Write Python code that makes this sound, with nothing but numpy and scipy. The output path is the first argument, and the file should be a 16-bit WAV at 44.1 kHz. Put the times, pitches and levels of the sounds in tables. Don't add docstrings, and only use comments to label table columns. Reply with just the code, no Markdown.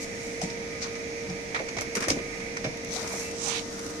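import sys
import numpy as np
from scipy import signal
from scipy.fft import rfft, irfft
from scipy.io import wavfile

SR = 44100
rng = np.random.default_rng(int(sys.argv[2]) if len(sys.argv) > 2 else 0)


def to_wav(sig):
    pcm = np.clip(np.atleast_2d(sig), -1, 1) * 32767
    pcm = np.round(pcm).astype(np.int16)
    wavfile.write(sys.argv[1], SR, pcm.T)


N = 176400
T = np.arange(N) / SR
HZ = np.maximum(np.arange(N // 2 + 1) * SR / N, 1)
FAN_WANDER_HZ = 1.168
# t/s, relative level/dB, f/Hz of the pushed spot
PUSHES = [(.415, -27.5, 715), (.430, -30.5, 180), (.431, -31, 380), (.452, -34, 200), (1.271, -35, 175),
          (1.293, -30, 180), (1.297, -39.5, 770), (1.544, -31, 540), (1.600, -25, 520), (1.767, -25, 510),
          (1.775, -36, 109), (1.81, -35, 560), (1.966, -25, 375), (1.972, -30, 210), (2.015, -33, 253),
          (2.072, -26.5, 320), (2.080, -26.5, 500), (2.084, -32, 100), (2.100, -27.5, 540),
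          (2.106, -22, 295), (2.115, -29, 155), (2.162, -29.5, 240), (2.167, -27, 410), (2.644, -24, 300),
          (2.646, -27.5, 545), (2.666, -27.5, 540), (2.66, -34, 150), (2.884, -36, 190),
          (2.958, -34.5, 740), (3.018, -36.5, 620), (3.133, -30.5, 720), (3.86, -35, 270)]


def from_db(db):
    return 10 ** (np.asarray(db) / 20)


def rms_one(x):
    return x / np.sqrt(np.mean(x ** 2) + 1e-20)


def pan(db):
    return from_db(np.array([[1], [-1]]) * db / 2)


def per_hz(points):
    hz, value = np.transpose(points)
    return np.interp(np.log(HZ), np.log(hz), value)


def drift(corner_hz):
    return rms_one(irfft(rfft(rng.standard_normal(N)) / (1 + (HZ / corner_hz) ** 2), N))


def colour(x, shape_db):
    cepstrum = irfft(np.log(rms_one(from_db(shape_db))), N)
    cepstrum[1:N // 2] *= 2
    cepstrum[N // 2 + 1:] = 0
    response = irfft(np.exp(rfft(cepstrum)), N)[:SR // 8]
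    return signal.fftconvolve(x, response[None], axes=1)[:, :N]


def stereo_noise():
    # f/Hz, correlation
    coherence = [(60, 0.95), (250, 0.83), (500, 0.72), (900, -0.51), (1500, -0.62), (3000, 0),
                 (15000, -0.13)]
    alike = np.clip(per_hz(coherence), -1, 1)
    mid, side = rfft(rng.standard_normal((2, N))) * np.sqrt([(1 + alike) / 2, (1 - alike) / 2])
    return irfft(np.array([mid + side, mid - side]), N)


def decay(start, t60):
    out = np.zeros(N)
    first = int(start * SR)
    age = T[:min(N - first, int(2 * t60 * SR))]
    out[first:first + len(age)] = np.exp(-np.log(1000) * age / t60)
    return out


def stroke_shape(peak_s, rise_s, fall_s):
    return from_db(-20 * np.abs((T - peak_s) / np.where(T < peak_s, rise_s, fall_s)) ** 1.44)


def housing_db():
    # f/Hz, width/Hz, lift/dB
    resonances = [(1236, 72, 2), (1454, 95, 3), (1830, 40, 4), (2220, 130, 2.5), (2317, 54, 6),
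                  (3940, 620, 2.5), (5870, 150, 6.5), (6410, 220, 4)]
    return sum(db / (1 + (2 * (HZ - hz) / width) ** 2) for hz, width, db in resonances)


def fan():
    # f/Hz, relative spectral level/dB
    air_spectrum = [(20, -14.5), (45, -7.5), (80, -5), (130, -5), (290, 0), (385, -7.5), (520, -4),
                    (750, -10), (1100, -16), (2000, -16.5), (3000, -20), (4500, -18), (6000, -13.5),
                    (7300, -28.5), (10000, -36.5), (13000, -45), (15500, -55)]
    # f/Hz, pan/dB
    air_pan = [(60, 2), (200, 0), (380, 1.5), (700, 1.5), (1300, -0.5), (4400, -2), (7500, 9.5),
               (13000, -2)]
    # f/Hz, relative spectral level/dB
    duct_spectrum = [(600, -7), (1000, -23.5), (1600, -8), (2050, 2.5), (2350, 4), (2700, -9), (3300, -27),
                     (7000, -17.5), (10500, -25), (15000, -48.5)]
    # t/s, level/dB, pan/dB
    duct_course = [(0, -46, -14.5), (1.2, -47.5, -17), (2.4, -43.5, -13.5), (2.8, -46.5, -13),
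                   (3.25, -43, -9.5), (3.42, -53, -1), (4, -53.5, -2)]
    # f/Hz, relative level/dB, pan/dB
    tones = [(196, -54, 0), (299, -55, 0), (597.5, -57, 0), (673, -57.5, 2), (925.5, -61.5, 0),
             (1238, -60.5, -6), (1838, -63, -4), (2019, -56.5, -4), (5828, -67, 0), (6481, -62.5, -3),
             (6599, -63, 0)]
    air_db, tones_db, flutter_db = -39.5, -1.53, 3.33
    air = irfft(rfft(stereo_noise()) * pan(per_hz(air_pan)), N)
    out = from_db(air_db) * colour(air, per_hz(air_spectrum))
    times, duct_db, duct_pan_db = np.transpose(duct_course)
    duct = from_db(np.interp(T, times, duct_db)) * colour(stereo_noise(), per_hz(duct_spectrum))
    for hz, db, pan_db in tones:
        phase = 2 * np.pi * (np.cumsum(hz + FAN_WANDER_HZ * drift(5.13)) / SR + rng.random())
        amplitude = np.sqrt(2) * from_db(tones_db + db + flutter_db * drift(4))
        out += pan(pan_db) * amplitude * np.sin(phase)
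    return out + pan(np.interp(T, times, duct_pan_db)) * duct


def hum():
    # t/s, level/dB
    swells = [(0, -42.5), (.35, -40), (.8, -39.5), (1.4, -40.5), (2.1, -41.5), (2.5, -41), (3, -42),
              (3.4, -40.5), (4, -40.5)]
    hum_hz, flutter_db, right_lead_rad = 462.8, 1.23, 0.36
    phase = 2 * np.pi * np.cumsum(hum_hz + FAN_WANDER_HZ * drift(7.1)) / SR
    level_db = np.interp(T, *np.transpose(swells)) + flutter_db * drift(4.4)
    return pan(-3.5) * from_db(level_db) * np.sqrt(2) * np.sin([phase, phase + right_lead_rad])


def rumble():
    start_s, sway_hz = 2.09, 37.5
    envelope = from_db(-45 + 2 * drift(8)) * decay(start_s, t60=1.9)
    return envelope * np.sqrt(2) * np.sin(2 * np.pi * sway_hz * (T - start_s))


def squeak():
    # f/Hz, level/dB
    partials = [(2355, -49), (2660, -47.5), (2945, -55)]
    waver_hz = 14
    tone = np.zeros((2, N))
    for hz, db in partials:
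        cycles = np.cumsum(hz + waver_hz * drift(60)) / SR + rng.random((2, 1))
        tone += from_db(db) * np.sin(2 * np.pi * cycles)
    return np.sqrt(2) * stroke_shape(3.255, rise_s=.07, fall_s=.14) * tone


def rubs():
    # peak t/s, rise/s, fall/s, level/dB, centre f/Hz, width/octaves, pan/dB
    strokes = [(.025, 0.035, 0.052, -37, 6000, 0.54, 2), (0.29, 0.49, 0.31, -48.5, 6500, 0.49, 2),
               (.826, 0.023, 0.063, -35, 5200, 0.42, 1), (0.84, 0.036, 0.11, -40, 1300, 1, -4),
               (1.975, .02, .025, -33, 1400, .7, 0), (2.035, .045, .06, -33, 1350, .8, 0),
               (2.955, 0.077, 0.16, -38, 5000, 0.64, 13.5), (3.0, 0.12, 0.49, -43.5, 900, 0.91, 9),
               (3.07, 0.052, .12, -46, 7000, 0.56, 0), (3.205, 0.28, 0.19, -39, 6150, 0.6, -2.5),
               (3.19, 0.15, .07, -40.5, 6050, .12, 8), (2.92, 0.053, 0.099, -41, 6050, .12, 8),
               (3.478, 0.12, 0.098, -33.5, 6220, .4, -17), (3.53, 0.16, 0.086, -36.5, 2800, 0.8, -14),
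               (3.585, 0.1, 0.045, -39.5, 2950, 0.84, -16.5), (3.49, 0.11, 0.19, -40, 900, 0.5, -6.5),
               (3.56, 0.075, 0.16, -40.5, 5700, 0.5, 8), (3.84, 0.44, 0.41, -46.5, 6500, 0.54, -4),
               (3.8, .3, .5, -47.5, 1370, 0.62, 3)]
    catch_db, grain_db, skirt_db = 1.3, 1.5, 49.5
    out = np.zeros((2, N))
    for peak_s, rise_s, fall_s, db, hz, octaves, pan_db in strokes:
        stroke = stroke_shape(peak_s, rise_s, fall_s) * from_db(catch_db * drift(40))
        band_db = skirt_db * (1 - np.sqrt(1 + (np.log2(HZ / hz) / octaves / 2) ** 2))
        friction = rng.standard_normal((2, N)) * from_db(grain_db * drift(250))
        out += pan(pan_db) * from_db(db) * colour(stroke * friction, band_db + housing_db())
    return out


def panel_rattle():
    # f/Hz, relative level/dB, t60/s
    modes = [(80, -3.5, 0.13), (131.7, 6, 0.065), (183, -1, 0.085), (211, -4, 0.08), (262, -3, 0.062),
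             (319, 0, 0.074), (392, 0, 0.07), (515.5, -1, 0.07), (575, -1, 0.07), (640, -6, 0.039),
             (730, -3, 0.064), (826, -8, 0.058)]
    spread_octaves, chatter_db, top_hz = 0.48, 1.5, 1330
    times, push_db, push_hz = np.transpose(PUSHES)
    fade = decay(0, t60=.11)[:SR // 8]
    out = np.zeros(N)
    for hz, mode_db, t60 in modes:
        force = np.zeros(N + SR)
        coupling = np.exp(-(np.log2(hz / push_hz) / spread_octaves) ** 2 / 2)
        strengths = from_db(push_db + mode_db) * coupling
        for first, strength in zip((times * SR).astype(int), strengths):
            push = from_db(chatter_db) * fade * rng.standard_normal(len(fade)) / np.linalg.norm(fade)
            push[0] += rng.choice([-1, 1])
            force[first:first + len(fade)] += strength * push
        radius, angle = np.exp(-np.log(1000) / (t60 * SR)), 2 * np.pi * hz / SR
        resonator = [1, -np.cos(angle)], [1, -2 * radius * np.cos(angle), radius ** 2]
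        out += signal.lfilter(*resonator, force[:N] + 1e-18)
    return signal.sosfilt(signal.butter(3, top_hz, fs=SR, output="sos"), out)


def hollow_rings():
    out = np.zeros(N)
    for (start_s, db, hz), phase in zip(PUSHES, rng.random(len(PUSHES))):
        age = np.maximum(T - start_s, 0)
        swell_s = .0065 * (500 / hz) ** .45
        envelope = (age / swell_s * np.exp(1 - age / swell_s)) ** 2
        out += from_db(db) * envelope * np.sin(2 * np.pi * (hz * age + phase))
    return out


def thuds():
    rattle_db, ring_db, echo_db = -6.5, -2.5, -4
    direct = from_db(rattle_db) * panel_rattle() + from_db(ring_db) * hollow_rings()
    cavity = rms_one(stereo_noise() * decay(0, t60=.2)) / np.sqrt(N)
    return direct + from_db(echo_db) * signal.fftconvolve(direct[None], cavity, axes=1)[:, :N]


def latch():
    # f/Hz, relative level/dB, t60/s
    modes = [(4900, 0, .022), (5300, 0, .02), (5900, -1, .016), (8200, -3, .008), (10400, -9, .006)]
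    start_s, attack_s, gain_db = 2.1035, .0004, -20.5
    age = T - start_s
    ring = np.zeros((2, N))
    for hz, db, t60 in modes:
        ring += from_db(db) * decay(start_s, t60) * np.sin(2 * np.pi * (hz * age + rng.random((2, 1))))
    return from_db(gain_db) * np.clip(age / attack_s, 0, 1) * ring


def clacks():
    # t/s, relative body level/dB, relative snap level/dB, snap top f/Hz, ring t60/s, snap pan/dB
    knocks = [(0.414, -37, -25, 8650, 0.21, 2), (.497, -53, -29, 5900, .08, -4),
              (0.816, -39, -30, 5500, .12, 12), (0.952, -30.5, -33, 6000, 0.056, 12),
              (1.296, -38, -31.5, 7060, 0.062, 0), (1.545, -19, -31, 7240, 0.11, -4),
              (1.558, -26.5, -44, 5000, 0.11, 2), (1.588, -24.5, -39, 4980, 0.071, -3),
              (1.684, -32, -30.5, 6500, 0.12, 4), (1.766, -31, -26, 6000, 0.12, -5),
              (1.783, -24.5, -29.5, 7000, 0.096, 1), (1.8099, -44, -23.5, 16000, .015, -4),
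              (1.817, -29, -30, 14200, 0.06, 2), (1.952, -25, -21.5, 12900, 0.093, 3.5),
              (1.968, -30, -30, 9000, 0.09, 5), (2.0045, -31, -29.5, 12500, 0.08, 7),
              (2.0225, -29, -28, 9000, 0.13, 7), (2.039, -33, -33, 8000, 0.13, 2),
              (2.083, -23, -20.5, 12000, 0.095, 4.5), (2.098, -32, -17, 6900, 0.098, 2),
              (2.1026, -46, -15.5, 10800, 0.017, -4), (2.114, -37, -32, 6900, 0.077, 0),
              (2.182, -26.5, -46, 5000, 0.065, 0), (2.4, -33, -35, 6500, .07, -2),
              (2.568, -23, -24.5, 7000, 0.046, -2), (2.640, -23, -23, 5200, 0.13, -2),
              (2.772, -60, -36, 16000, .015, -4), (2.847, -58, -31, 16100, 0.017, 0),
              (2.936, -45, -29, 13000, .04, 3), (3.075, -42, -28, 11800, 0.048, 2),
              (3.135, -31, -40, 5000, .07, 0), (3.311, -44, -33, 11000, .04, 0),
              (3.726, -46, -34.5, 10000, 0.031, -3), (3.792, -37, -33.5, 12000, 0.043, 3),
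              (3.864, -39, -36.5, 15000, .02, -12)]
    # f/Hz, relative spectral level/dB
    body_spectrum = [(200, -28), (600, -5.5), (1000, 1.5), (1500, 0.5), (2200, 6.5), (2900, -8.5),
                     (4000, -9), (7000, -23), (15000, -50)]
    # f/Hz, relative spectral level/dB
    snap_spectrum = [(800, -36), (2500, -7.5), (4000, -13.5), (5200, -2.5), (6000, -3), (7200, -7),
                     (10000, -11), (12500, -17), (15500, -27)]
    chatter_db, room_db, body_pan_db = 2, -22, -5
    body, snap = np.zeros((2, 2, N))
    chatter = from_db(chatter_db * drift(400))
    body_noise, snap_noise = stereo_noise() / 2, stereo_noise() / 2
    for start_s, body_db, snap_db, top_hz, ring_t60, pan_db in knocks:
        crack = decay(start_s, t60=.012)
        ring = chatter * decay(start_s, ring_t60)
        room_tail = from_db(room_db) * decay(start_s, t60=0.39)
        attack_s = 0.0059 * (5240 / top_hz) ** 2.4
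        envelope = (crack + ring + room_tail) * np.clip((T - start_s) / attack_s, 0, 1)
        body += from_db(body_db) * envelope * body_noise
        softness = signal.butter(3, top_hz, fs=SR)
        snap += pan(pan_db) * from_db(snap_db) * signal.lfilter(*softness, envelope * snap_noise + 1e-18)
    body = colour(body, per_hz(body_spectrum) + housing_db())
    snap = colour(snap, per_hz(snap_spectrum) + housing_db())
    return pan(body_pan_db) * body + snap


def scene():
    return hum() + fan() + clacks() + latch() + thuds() + rumble() + rubs() + squeak()


def record(dry):
    cutoff_hz = 15300
    return signal.sosfilt(signal.ellip(10, .1, 80, cutoff_hz, fs=SR, output="sos"), dry)


dry = scene()
out = record(dry)
to_wav(out)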